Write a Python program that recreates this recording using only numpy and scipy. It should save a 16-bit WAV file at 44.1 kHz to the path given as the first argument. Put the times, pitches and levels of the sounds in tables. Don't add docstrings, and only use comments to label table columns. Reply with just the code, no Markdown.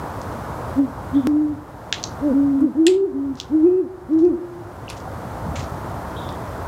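import sys
import numpy as np
from scipy import signal
from scipy.fft import rfft, irfft
from scipy.io import wavfile
from scipy.ndimage import uniform_filter1d

SR = 44100
rng = np.random.default_rng(int(sys.argv[2]) if len(sys.argv) > 2 else 0)


def waveform_to_disk(signal):
    frames = np.transpose(np.atleast_2d(signal))
    scaled = np.clip(frames, -1, 1) * 32767
    samples = np.round(scaled).astype(np.int16)
    wavfile.write(sys.argv[1], SR, samples)


def amplitude_ratio(level_db):
    exponent = np.asarray(level_db, float) / 20
    return 10 ** exponent


N = 294147
SKIP_AT_S, SKIP_S = 1.2713, .045


def evened(x):
    return x / np.sqrt(np.mean(x ** 2) + 1e-20)


def read(points, hz):
    f, value = np.transpose(points)
    return np.interp(np.log(hz + 1), np.log(f + 1), value)


def add(mix, s, sound):
    part = mix[round(s * SR):][:len(sound)]
    part += sound[:len(part)]


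def resonate(x, hz, width):
    turn = np.exp(2j * np.pi * np.cumsum(hz * np.ones(len(x))) / SR)
    r = np.exp(-np.pi * width / SR)
    smooth = signal.lfilter([1 - r], [1, -r], x / turn + 1e-18)
    return 2 * (turn * smooth).real


def band(x, kind, hz):
    return signal.sosfilt(signal.butter(6, hz, kind, fs=SR, output="sos"), x)


def ducking():
    # (start [s], duration [s], drop
    # [dB])
    ducks = [(.785, 0.018, 6), (1.15, .04, 2.5), (1.27, 0.057, 5), (1.33, 0.27, 1), (2.2, 0.36, 5),
             (2.62, .03, 4), (2.65, 0.21, 0), (2.87, .11, 4.5), (3.422, .2, .5), (3.63, .2, 4.5),
             (4.17, 0.15, 1.5)]
    recover_db_per_s, ease_db = 12.5, 3
    t = np.arange(0, N / SR + .01, .005)
    start, lasts, drop_db = np.transpose(ducks)[:, :, None]
    done = np.diff(np.clip((t - start) / lasts, 0, 1), prepend=0)
    fall = (drop_db * done).sum(0)
    free = np.clip(.005 - (lasts * done).sum(0), 0, 1)
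    gain = np.zeros(len(t))
    for k in range(1, len(t)):
        recovery = free[k] * recover_db_per_s * np.tanh(-gain[k - 1] / ease_db)
        gain[k] = gain[k - 1] - fall[k] + recovery
    return np.interp(np.arange(N) / SR, t, gain)


def background():
    # (frequency [Hz], density [dB per Hz])
    hum = [(12, -52.5), (20, -31), (48, -5.5), (98, 2), (210, -9.5), (277, -9.5), (310, -9), (377, -13),
           (642, -10), (949, -11), (1400, -17.5), (2530, -36), (11400, -44), (14700, -45), (16000, -51)]
    # (middle [s], half length [s], level [dB])
    gusts = [
        (1.2, .25, 1.5),
        (1.55, .15, 4),
        (2.5, .12, 3),
        (4.2, .15, 3),
        (5.15, .12, 1.5),
        (5.558, .13, 3.5),
    ]
    wind_hz, hiss_edge_hz = 207, 15930
    traffic_db, wind_db = -38.5, -33
    frames, hz, t = N // 512 + 5, np.fft.rfftfreq(2048, 1 / SR), np.arange(N) / SR
    a, b, patches = rng.standard_normal((frames, 1025, 3)).T
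    patches = uniform_filter1d(patches, size=12, axis=0)
    patches = evened(uniform_filter1d(patches, size=8, axis=1))
    patchy_db = 0.87 / (1 + (hz[:, None] / 2500) ** 2)
    density = amplitude_ratio(read(hum, hz)[:, None] + patchy_db * patches)
    z = (a + 1j * b) * density * (hz < hiss_edge_hz)[:, None]
    low = 1 / (1 + (hz[:, None] / wind_hz) ** 6)
    wind, rest = (signal.istft(z * w, nperseg=2048, noverlap=1536)[1][:N] for w in (low, 1 - low))
    rest /= np.std(band(band(rest, "high", 1000), "low", 1500))
    wind = evened(band(wind, "high", 43))
    gusts_db = sum(db * np.exp(-((t - s) / half) ** 2) for s, half, db in gusts)
    return amplitude_ratio(ducking()) * (rest * amplitude_ratio(traffic_db) + wind * amplitude_ratio(wind_db + gusts_db))


def bumps():
    # (time [s], peak level [dB], frequency [Hz])
    pushes = [
        (5.185, -28, 170.2),
        (5.252, -25, 200),
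        (5.276, -26, 190),
        (5.465, -23, 182),
        (5.487, -20.5, 164),
    ]
    out, t = np.zeros(N), np.arange(1200) / SR
    for s, db, hz in pushes:
        pulse = np.hanning(len(t)) ** 2 * np.cos(2 * np.pi * hz * t)
        add(out, s - .012, amplitude_ratio(db) * pulse)
    return out


def bird():
    # (start [s], length [s], level [dB], centre frequency [Hz])
    calls = [
        (1.133, .135, -46.5, 3500),
        (6.151, .21, -41, 3520),
    ]
    attack_s, scoop, fade_db, sag = 0.018, .86, 12, .035
    partials = [(.92, 0.6), (1.01, .9), (1.08, .7)]
    out = np.zeros(N)
    for s, length, db, centre_hz in calls:
        t = np.arange(0, length, 1 / SR)
        rise = np.minimum(t / attack_s, 1)
        hz = centre_hz * (scoop + (1 - scoop) * rise - sag * t / length)
        rasp = np.zeros(len(t))
        for share, gain in partials:
            air = rng.standard_normal(len(t))
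            rasp += gain * resonate(resonate(air, hz * share, 150), hz * share, 150)
        envelope = rise ** 2 * amplitude_ratio(db - fade_db * t / length) * signal.windows.tukey(len(t), .1)
        add(out, s, envelope * evened(rasp))
    return out


def trees(seconds):
    # (frequency [Hz], decay time t60 [s])
    decay = [(200, 0.8), (500, 1.3), (1500, 0.24), (4000, 0.23), (9000, 0.21), (16000, 0.21)]
    taps = np.zeros(int(seconds * SR))
    at = np.arange(100, len(taps) - 20, 20)
    taps[at + rng.integers(0, 20, len(at))] = rng.choice([-1., 1.], len(at))
    hz, t, z = signal.stft(taps, SR, nperseg=256)
    return signal.istft(z * amplitude_ratio(-60 * t / read(decay, hz)[:, None]), SR, nperseg=256)[1]


def scatter():
    tail = band(trees(.3), "high", 1500)
    clumps = evened(uniform_filter1d(rng.standard_normal(len(tail)), size=120))
    tail = tail * amplitude_ratio(2.6 * clumps)
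    return tail / np.linalg.norm(tail)


def causal(gain):
    log_gain = np.log(np.maximum(np.r_[gain, gain[-2:0:-1]], 1e-5))
    return np.exp(log_gain - 1j * signal.hilbert(log_gain).imag)[:len(gain)]


def snap(gain, length, wet_db, tail):
    t = np.arange(1024) / SR
    burst = rfft(rng.standard_normal(len(t)) * np.exp(-t / length))
    crack = irfft(burst / causal(abs(burst)) * causal(gain))
    crack = crack + 0.24 * np.roll(crack, shift=64)
    smooth_gain = np.sqrt(abs(uniform_filter1d(gain ** 2, size=28)))
    sound = amplitude_ratio(wet_db) * signal.fftconvolve(irfft(causal(smooth_gain)), tail)
    sound[:len(t)] += crack
    return sound / abs(crack).max()


def ticks(tails):
    # (time [s], peak level [dB], ring
    # frequency [Hz])
    close = [(0.2158, -26, 5600), (.3263, -33, 5530), (1.483, -45, 7000), (2.030, -19, 5200),
             (2.6076, -36, 9000), (2.873, -19, 5500), (2.8805, -13, 3790), (3.3546, -35.5, 5500),
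             (3.413, -22.5, 5000), (4.1336, -42, 5000), (4.204, -49, 6530), (4.242, -46, 6500),
             (4.2513, -36, 5000), (4.267, -45.5, 6300), (4.9065, -23, 3020), (5.003, -31, 5000),
             (5.1184, -41, 3970), (5.697, -37, 6500), (6.29, -26, 3980), (6.326, -33, 6500)]
    # (time [s], peak level [dB], ring frequency [Hz])
    icy = [
        (1.2728, -33, 5360),
        (2.8678, -27, 12900),
        (4.88, -26, 2800),
    ]
    # (time [s], peak level [dB], ring frequency [Hz])
    distant = [
        (3.372, -34.5, 4500),
        (4.188, -42.5, 5000),
        (4.889, -29, 4510),
        (4.968, -34.5, 5500),
        (5.567, -34, 6450),
        (5.592, -27, 5000),
        (5.628, -33, 4500),
    ]
    # (ring width [share of frequency], scatter level [dB])
    kinds = [
        (.45, -6),
        (.13, -9.5),
        (0.55, 9),
    ]
    out, hz = np.zeros(N), np.fft.rfftfreq(1024, 1 / SR)
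    for events, (share, wet_db) in zip((close, icy, distant), kinds):
        for k, (s, db, ring_hz) in enumerate(events):
            ring = np.exp(-((hz / ring_hz - 1) / share) ** 2)
            add(out, s, amplitude_ratio(db) * snap(ring, 0.00026, wet_db, tails[k % len(tails)]))
    return out


def snaps(tails):
    # (time [s], peak level [dB], crack length [s], scatter level [dB])
    cracks = [
        (1.9264, -2, 0.00066, -6.5),
        (2.039, -7, .0006, -7),
        (2.867, -3, .0016, -9),
        (3.4007, -9.5, 0.00055, -8),
        (4.9008, -16, 0.000795, -3.5),
        (5.556, -28.5, 0.00089, 13),
    ]
    # (frequency [Hz], density [dB per Hz])
    colours = [
        [(880, -38), (1690, 2.5), (1880, -13.5), (2570, -3), (3720, 1.5), (4170, -8.5), (6890, -10),
         (8300, -31), (16000, -96)],
        [(1530, -32), (3030, -11), (3770, -10.5), (4420, 3), (5310, -13), (5920, 3.5), (7360, -12), (8010, -26),
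         (16000, -100)],
        [(1300, -34.5), (1840, 1), (2260, -27), (2580, -0.5), (3300, 0.5), (6080, -17), (7300, -2.5),
         (10100, -20), (16000, -51.5)],
        [(1410, -35), (2630, -7), (3140, 6), (4230, 0), (4680, -5.5), (5170, 0.5), (6760, -6.5), (9300, -25.5),
         (15000, -31)],
        [(1240, -38), (2100, -13), (2480, 5.5), (2780, -7), (4300, -10.5), (7230, -8.5), (7800, -14.5),
         (10700, -11.5), (13000, -28)],
        [(1180, -34), (2000, 2), (3090, -9), (3940, -4), (4770, -16), (6860, -5), (8300, -26), (10800, -54),
         (16000, -100)],
    ]
    out, hz = np.zeros(N), np.fft.rfftfreq(1024, 1 / SR)
    for (s, db, length, wet_db), colour, tail in zip(cracks, colours, tails):
        add(out, s, amplitude_ratio(db) * snap(amplitude_ratio(read(colour, hz)), length, wet_db, tail))
    return out


def gesture(notes, onset, ending, rules):
    slurred_sag = (0.3, 0.9)
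    break_db = 8
    overshoot, settle_s = .03, .035
    attack, release, slur, rest_hz, drift, arch, droop = rules
    rows = []
    for s, syllables in notes:
        s = s + SKIP_S * (s > SKIP_AT_S)
        _, hz, db, _ = syllables[0]
        rows = [r for r in rows if r[0] < s - .004]
        rows += [(s - .004, hz * onset[0][1], -90)]
        rows += [(s + a * attack, hz * p, db + d) for a, p, d in onset]
        for k, (length, hz, db, sag_db) in enumerate(syllables):
            join, fall = min(slur, length / 3.5), min(release, length / 2)
            early, half = slurred_sag if k else (0, .62)
            if k:
                before_hz = rows[-1][1]
                rows += [(s + join, (before_hz + hz) / 2, db - break_db * (hz < .9 * before_hz))]
            first = s + (2 * join if k else attack)
            last = max(s + length - fall * (k == len(syllables) - 1), first + .002)
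            end_hz = hz * (1 - droop * sag_db) + drift * (hz - rest_hz) * (last - first)
            sharp = k and hz > 1.05 * syllables[k - 1][1]
            if sharp and last - first > 2.2 * settle_s:
                rows += [(first + settle_s, hz, db - (early + half) / 2 * sag_db)]
            rows += [(first, hz * (1 + overshoot * sharp), db - early * sag_db)]
            rows += [((first + last) / 2, (hz + end_hz) / 2 * (1 + arch), db - half * sag_db)]
            rows += [(last, end_hz, db - sag_db)]
            s = s + length
        for a, p, d in ending:
            rows += [(last + a * fall, end_hz * (1 - (1 - p) * fall / release), db - sag_db + d)]
        rows += [(last + fall + .004, rows[-1][1], -90)]
    return np.transpose(sorted(rows))


def owl(course, octave_law, throat_db, slack_db):
    fill_s = .16
    octave_flutter_db, waver = 3, .006
    s, hz, level_db = course
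    t = np.arange(N) / SR
    clock = t + SKIP_S * (t > SKIP_AT_S)
    hz, level = (uniform_filter1d(np.interp(clock, s, c), size=300) for c in (hz, amplitude_ratio(level_db)))
    flutter = uniform_filter1d(rng.standard_normal(N), size=700)
    flutter = evened(uniform_filter1d(flutter, size=700))
    slack = slack_db * np.exp(-((clock - s[0]) / fill_s) ** 4)
    octave = level * amplitude_ratio(read(octave_law, hz) + slack + octave_flutter_db * flutter)
    turn = 2 * np.pi * np.cumsum(hz * (1 + waver * flutter[::-1])) / SR
    turn += np.pi * (t > SKIP_AT_S) - turn[round(SKIP_AT_S * SR)]
    upper = np.cos(7 * turn + 1.5 * flutter) / (1 + ((7 * hz - 2570) / 110) ** 4)
    return np.sqrt(2) * (level * (np.cos(turn) + amplitude_ratio(throat_db) * upper) + octave * np.cos(2 * turn))


def far_owl():
    # (start [s], syllables of (length [s], pitch [Hz], level [dB], sag [dB]))
    hoots = [
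        (.755, [(.14, 282, -12, 7)]),
        (1.127, [(.145, 283, -11.5, 6)]),
        (1.224, [(.054, 263, -16.5, 0), (0.22, 293, -17, -.5), (.125, 300, -21, 2.5)]),
        (2.315, [(.385, 279.5, -14, 4.5)]),
        (3.12, [(.25, 277.6, -22.5, 1.5)]),
    ]
    # (time [share of attack], pitch [share], level [dB])
    rise = [(0, .9, -27.5), (.45, .94, -8)]
    # (time [share of release], pitch [share], level [dB])
    decline = [(.35, 0.89, -15), (.7, .91, -13), (1, .88, -23)]
    # (attack [s], release [s], slur [s], resting pitch [Hz], drift from it [1/s], arch [share],
    # droop [share per dB of sag])
    rules = (.042, .05, .025, 280, 4, .015, .008)
    # (pitch [Hz], level re fundamental [dB])
    octave_law = [(255, -23.5), (280, -25.5), (300, -31.5)]
    return owl(gesture(hoots, rise, decline, rules), octave_law, throat_db=-53.0, slack_db=1)


def near_owl():
    # (start [s], syllables of (length [s], pitch [Hz], level [dB], sag [dB]))
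    hoots = [
        (2.197, [(.081, 298, -17.5, -1.5), (.065, 256, -15.5, 0)]),
        (2.583, [(.142, 314, -13, 1.5)]),
        (2.746, [(.104, 322, -12, 2.5), (.274, 367.6, -10.5, 8)]),
        (3.497, [(.127, 315.7, -12.5, 6), (.25, 357, -9, 8.5)]),
        (4.083, [(.124, 320.3, -13.5, 0.5), (.152, 352, -10.5, 3)]),
    ]
    # (time [share of attack], pitch [share], level [dB])
    rise = [(0, .66, -31.5), (.45, .92, -9.5)]
    # (time [share of release], pitch [share], level [dB])
    decline = [(.25, .86, -6.5), (.6, .72, -13.5), (1, .62, -27.5)]
    # (attack [s], release [s], slur [s], resting pitch [Hz], drift [1/s],
    # arch [share], droop [share per dB])
    rules = (0.0563, .07, .023, 336, 6, .01, 0)
    # (pitch [Hz], level re fundamental [dB])
    octave_law = [(250, -14.5), (295, -22.5), (320, -34.5), (390, -32.5)]
    return owl(gesture(hoots, rise, decline, rules), octave_law, throat_db=-50, slack_db=12)


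def owl_echo(near, far):
    turn_s, turn_db = 4.05, 4
    tail = band(np.r_[np.zeros(1500), trees(1.2)], "low", 800)
    tail = signal.lfilter(*signal.butter(2, 330, "high", fs=SR), tail)
    tail *= 1 + 0.5 * np.exp(-np.arange(len(tail)) / SR / 0.027)
    near_db = -30 + turn_db * (np.arange(N) > turn_s * SR)
    sent = amplitude_ratio(near_db) * near + amplitude_ratio(-31.5) * far
    return signal.fftconvolve(sent, tail / np.linalg.norm(tail))[:N]


def scene():
    tails = [scatter() for _ in range(6)]
    floor = background() + bumps()
    wood = ticks(tails) + snaps(tails)
    far, near = far_owl(), near_owl()
    return (floor + bird() + wood + far + near + owl_echo(near, far))[None]


def low_pass(x):
    return signal.sosfilt(signal.butter(12, 16650, fs=SR, output="sos"), x)


def record(dry):
    limited = signal.oaconvolve(dry, signal.firwin(255, 16500, fs=SR)[None], "same")
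    return low_pass(limited)


dry = scene()
out = record(dry)
waveform_to_disk(out)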